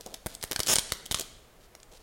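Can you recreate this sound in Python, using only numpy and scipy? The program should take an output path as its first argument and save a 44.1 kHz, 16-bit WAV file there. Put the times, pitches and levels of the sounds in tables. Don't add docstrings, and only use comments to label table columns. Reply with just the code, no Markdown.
import sys
import numpy as np
from scipy import signal
from scipy.fft import rfft, irfft, next_fast_len
from scipy.io import wavfile
from scipy.ndimage import uniform_filter1d

SR = 44100
rng = np.random.default_rng(int(sys.argv[2]) if len(sys.argv) > 2 else 0)


def to_wav(s):
    ch = np.atleast_2d(s).T
    pcm = np.round(np.clip(ch, -1, 1) * 32767)
    wavfile.write(sys.argv[1], SR, pcm.astype(np.int16))


N = 89170

# start_s, length_s, level_db
RUBS = [(0, 0.012, -48), (.06, 0.018, -44.5), (.075, 0.075, -52), (.511, 0.017, -41.5),
        (1.195, 0.03, -47.5), (1.912, 0.054, -58)]
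# freq_hz, gain_db
RUB_COLOUR = [(60, -6), (250, -2), (520, 6), (800, -0.5), (1400, -17), (4000, -31)]
# start_s, length_s, level_db
RUSTLES = [(0, 0.18, -58.5), (.285, 0.061, -51.5), (.41, 0.029, -55.5), (.668, 0.09, -33.5),
           (1.148, 0.082, -43), (1.6, 0.065, -65), (1.915, 0.067, -59), (1.995, 0.034, -65.5)]
# freq_hz, gain_db
RUSTLE_COLOUR = [(200, -20), (1500, -2.5), (3800, 6.5), (7000, 3), (10000, -1), (16000, -14)]
CRACKLES_PER_S, CRACKLE_SPREAD_DB = 1000, 3
FADE_S = 0.0096

# freq_hz, gain_db
ROOM_NOISE_COLOUR = [(12, -17), (20, 9.5), (43, -2.5), (234, -15.5), (377, -13), (446, -10.5), (1150, -19),
                     (2820, -24.5), (3440, -27.5), (16000, -32)]
ROOM_NOISE_DB = -56.5

# freq_hz, fade_s
ROOM_T60 = [(100, 3), (1000, 0.7), (4000, 0.76), (9000, 0.62), (15000, 0.15)]
# freq_hz, gain_db
ROOM_COLOUR = [(60, -14.5), (700, -11.5), (1800, -8.5), (3200, -11), (4400, -11.5), (5600, -12.5),
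               (9000, -13), (15000, -9.5)]
EARLY_DB, EARLY_DECAY_S = -16, .008

# start_s, level_db, body_db, top_treble_db, film_ring_hz
SNAPS = [(0.009, -15.5, -8.5, -3, 5300), (0.0619, -12.5, -10, -6, 6360), (0.071, -24, -4, -2, 6300),
         (0.1414, -8.5, -6, -5, 5140), (0.1444, -11.5, -1, -11, 3500), (0.2611, -9, 4, 0, 9400),
         (0.2669, -8.5, 6, 3.5, 8700), (0.342, -27, -9, 7, 5400), (0.35, -9, -35, -10, 8200),
         (0.413, -19, -26, -18, 4000), (0.427, -5, -5, -10, 5150), (0.433, -11.5, 1.5, 1, 4060),
         (0.4382, -4.5, 4.5, -1.5, 9200), (0.5128, -3, 2, 2, 5840), (0.5198, -1, 1.5, -11, 3170),
         (0.53, -6.5, 1, -1, 5200), (0.5612, 2.5, -5.5, -13, 4600), (0.593, -1.5, 2.5, -6, 9200),
         (0.6023, 4, -1, -8, 5100), (0.607, -9.5, -5, -11, 4830), (0.6324, -1.5, -27, -8, 5040),
         (0.6636, -5.5, -6.5, -15, 8800), (0.6701, -2.5, -1.5, -5, 6640), (0.6733, -5, -11, -5, 6800),
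         (0.7567, 9, -9.5, -12, 8450), (0.7641, 6, -3.5, -20, 5200), (0.7848, 9.5, -5.5, -26, 10300),
         (0.792, 1.5, -16, -5, 3560), (0.903, -13.5, -7, -19, 3120), (0.9206, 4, 1, -6.5, 4230),
         (0.926, -9, -21, -5, 4800), (0.934, -11, -12, -11, 7200), (1.0568, -15, -15, -17, 6860),
         (1.061, -10, -8, -3.5, 3100), (1.069, -20, -12, -7, 3670), (1.112, 1.5, -0.5, -13, 3700),
         (1.1175, 0, -11.5, -8, 3500), (1.1236, -2, -3.5, -4.5, 3020), (1.1443, 5.5, -4, -20, 3120),
         (1.1474, 1, -10, -9, 2950), (1.16, -11, -2, -10, 3340), (1.174, -12.5, 0, -15, 4150),
         (1.187, -9, -3, -13, 7000), (1.1959, -1.5, -5.5, -2.5, 7030), (1.2091, -5, -9, -13, 6430),
         (1.211, -12.5, -14, 3, 6900), (1.215, -9.5, -27, -9, 3180), (1.751, -19, 4.5, -6, 5800),
         (1.8008, -27, -7, -24, 4960), (1.8307, -20.5, -4.5, -20.5, 7150)]
# freq_hz, gain_db
SNAP_COLOUR = [(40, -16.5), (150, -2), (480, 2), (900, -1), (1500, -3), (2150, -1), (2650, -7),
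               (3100, -0.5), (5000, -2), (9000, -2.5), (12000, -1), (16000, -6.5)]
SNAP_HOLD_S, SNAP_DECAY_S = 0.00067, 0.0017
RISE_S = .00015
RING_DB, RING_OCTAVES = 6.5, .22
RELEASE_KICK, KICK_HZ = 3.6, 2270
GLUE_DAMPING = 1.5

# start_s, level_db
KNOCKS = [(0.0627, -36), (0.2612, -32), (0.2676, -32.5), (.521, -36.5), (1.196, -36)]
# pitch_hz, level_db, fade_s
FRAME_TONES = [(326, -5, 0.022), (544, -5, 0.023), (648, -4, 0.033), (820, -15.5, 0.012)]

# start_s, peak_db
FLAPS = [(.2613, -27), (.4385, -34), (0.5614, -44), (.5928, -27), (0.7555, -33), (0.7841, -34),
         (0.9207, -29.5), (1.112, -26.5), (1.1453, -30.5)]

# start_s, length_s, level_db
TENSION = [(.44, 0.28, -56), (.89, 0.103, -47.5)]
TICKS_PER_S = 74

# start_s, level_db, pitch_hz
ROLL_RINGS = [(0.513, -24.5, 432), (.5614, -20, 1630), (0.5609, -23.5, 2360), (.5616, -28, 680),
              (0.9213, -24, 1297), (1.145, -23.5, 1380), (1.209, -31, 500)]
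ROLL_T60_S = .010

# time_s, slips_per_s, level_db, film_ring_hz, treble_edge_hz
PULL = [(0.6831, 215, 2, 6700, 14000), (.689, 305, 3, 6200, 8200), (0.704, 262, 5, 6600, 10900),
        (.714, 262, 4, 6800, 10500), (.722, 300, 1.5, 6700, 11500), (.729, 305, 2, 6900, 15000),
        (0.7392, 255, 8.5, 9200, 15000)]
# freq_hz, gain_db
SLIP_COLOUR = [(40, -16.5), (220, 1.5), (380, 0.5), (900, -4.5), (2600, -8.5), (3250, 2), (4400, -17),
               (5300, 6), (5950, -9.5), (6600, 0.5), (7600, -7.5), (10000, -2.5), (12200, -9), (14500, -5)]
SLIP_HOLD_S, SLIP_DECAY_S = (.0007, .0013), .0003
EDGE_DB_PER_OCTAVE = 15

TOP_HZ = 15850


def amp(db):
    return 10 ** (np.asarray(db) / 20)


def unit(x):
    return x / np.sqrt(np.mean(x ** 2) + 1e-20)


def along(points, hz):
    freqs, values = np.transpose(points)
    return np.interp(np.log(hz + 1), np.log(freqs + 1), values)


def filtered(x, response):
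    size = next_fast_len(len(x) + SR // 4)
    hz = np.fft.rfftfreq(size, 1 / SR)
    return irfft(rfft(x, size) * response(hz), size)[:len(x)]


def coloured(x, points):
    return unit(filtered(x, lambda hz: amp(along(points, hz))))


def causal(db):
    cepstrum = irfft(np.log(amp(db)))
    half = len(cepstrum) // 2
    cepstrum[1:half] *= 2
    cepstrum[half + 1:] = 0
    return np.exp(rfft(cepstrum))


def add(track, start_s, x):
    i = max(round(start_s * SR), 0)
    track[i:i + len(x)] += x[:max(N - i, 0)]


def strokes(rows):
    t = np.arange(N) / SR
    level = np.zeros(N)
    for start_s, length_s, level_db in rows:
        inside_s = np.minimum(t - start_s, start_s + length_s - t)
        level += amp(level_db) * np.clip(inside_s / FADE_S + .5, 0, 1)
    return level


def rubbing():
    return strokes(RUBS) * coloured(rng.standard_normal(N), RUB_COLOUR)


def rustling():
    hits = rng.random(N) < CRACKLES_PER_S / SR
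    sizes = rng.choice([-1, 1], N) * amp(CRACKLE_SPREAD_DB * rng.standard_normal(N))
    return strokes(RUSTLES) * coloured(hits * sizes, RUSTLE_COLOUR)


def room_noise():
    return amp(ROOM_NOISE_DB) * coloured(rng.standard_normal(N), ROOM_NOISE_COLOUR)


def room_response(gap_s=.003, build_s=0.00079):
    hz, t, noise = signal.stft(rng.standard_normal(SR), SR, nperseg=256)
    t60 = along(ROOM_T60, hz)[:, None]
    gain = amp(along(ROOM_COLOUR, hz))[:, None] * np.sqrt(2 * np.log(1000) / (t60 * SR))
    fade = np.exp(-np.log(1000) * t / t60)
    tail = signal.istft(noise * gain * fade, SR, nperseg=256)[1]
    t = np.arange(len(tail)) / SR
    early = rng.standard_normal(len(t)) * np.exp(-t / EARLY_DECAY_S) * (t > gap_s)
    return tail * (1 - np.exp(-t / build_s)) + amp(EARLY_DB) * early / np.linalg.norm(early)


def room(x, count=5, size=900):
    place = np.arange(N) // size % count
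    echoes = np.zeros(N)
    for k in range(count):
        echoes += signal.fftconvolve(x * (place == k), room_response())[:N]
    return echoes


def crack(colour, ring_hz, hold_s, decay_s, size=2048):
    t, hz = np.arange(size) / SR, np.fft.rfftfreq(size, 1 / SR)
    envelope = (1 - np.exp(-t / RISE_S)) * np.exp(-np.maximum(t - hold_s, 0) / decay_s)
    jerk = RELEASE_KICK / (1 + 1j * hz / KICK_HZ) ** 2
    burst = jerk + rfft(rng.standard_normal(size) * envelope)
    local_db = 10 * np.log10(uniform_filter1d(abs(burst) ** 2, size=50) + 1e-9)
    ring_db = RING_DB * np.exp(-(np.log2((hz + 1) / ring_hz) / RING_OCTAVES) ** 2)
    snap = irfft(burst * causal(colour(hz) + ring_db - local_db))
    damped = snap * np.exp(-np.maximum(t - hold_s - decay_s, 0) / (GLUE_DAMPING * decay_s))
    return damped * np.linalg.norm(snap) / np.linalg.norm(damped)


def snaps():
    out = np.zeros(N)
    for start_s, level_db, body_db, top_db, ring_hz in SNAPS:
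        shelves = [(1900, body_db), (3000, 0), (9300, 0.0068), (12400, top_db)]
        colour = lambda hz: along(SNAP_COLOUR, hz) + along(shelves, hz)
        add(out, start_s, amp(level_db) * crack(colour, ring_hz, SNAP_HOLD_S, SNAP_DECAY_S))
    return out


def fading_tone(t, pitch_hz, t60_s):
    return np.sin(2 * np.pi * pitch_hz * t) * np.exp(-np.log(1000) * t / t60_s)


def knocks():
    out, t = np.zeros(N), np.arange(SR // 10) / SR
    knock = sum(amp(db) * fading_tone(t, pitch_hz, fade_s) for pitch_hz, db, fade_s in FRAME_TONES)
    for start_s, level_db in KNOCKS:
        add(out, start_s, amp(level_db) * knock)
    return out


def flaps(push_s=0.0042, rise_s=0.00091, low_hz=35):
    out, t = np.zeros(N), np.arange(SR // 10) / SR
    movement = t * np.exp(-t / push_s) * (1 - np.exp(-t / rise_s))
    push = np.gradient(movement) * SR
    push = signal.sosfilt(signal.butter(2, low_hz, "high", fs=SR, output="sos"), push)
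    for start_s, peak_db in FLAPS:
        add(out, start_s, amp(peak_db) * push / push.max())
    return out


def ticks(spread_db=4):
    sizes = (rng.random(N) < TICKS_PER_S / SR) * amp(spread_db * rng.standard_normal(N))
    envelope = signal.lfilter([1], [1, -np.exp(-1 / (SNAP_DECAY_S * SR))], sizes)
    return strokes(TENSION) * coloured(envelope * rng.standard_normal(N), RUSTLE_COLOUR)


def roll():
    out, t = np.zeros(N), np.arange(SR // 10) / SR
    for start_s, level_db, pitch_hz in ROLL_RINGS:
        add(out, start_s, amp(level_db) * fading_tone(t, pitch_hz, ROLL_T60_S))
    return out


def rasp(jitter_s=.00015, scatter_db=1):
    times, *columns = np.transpose(PULL)
    out, s = np.zeros(N), times[0]
    while s < times[-1]:
        late, louder = rng.standard_normal(2)
        rate, level_db, ring_hz, edge_hz = [np.interp(s, times, c) for c in columns]
        edge_loss = lambda hz: EDGE_DB_PER_OCTAVE * np.log2(np.maximum(hz / edge_hz, 1))
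        colour = lambda hz: along(SLIP_COLOUR, hz) - edge_loss(hz)
        hold_s = np.interp(s, times[[0, -1]], SLIP_HOLD_S)
        slip = crack(colour, ring_hz, hold_s, SLIP_DECAY_S)
        add(out, s + jitter_s * late, amp(level_db + scatter_db * louder) * slip)
        s += 1 / rate
    return out


def scene():
    tape = rubbing() + rustling() + snaps() + knocks() + flaps() + ticks() + roll() + rasp()
    return (tape + room(tape) + room_noise())[None]


def record(dry):
    return np.array([filtered(x, lambda hz: hz < TOP_HZ) for x in dry])


dry = scene()
out = record(dry)
to_wav(out)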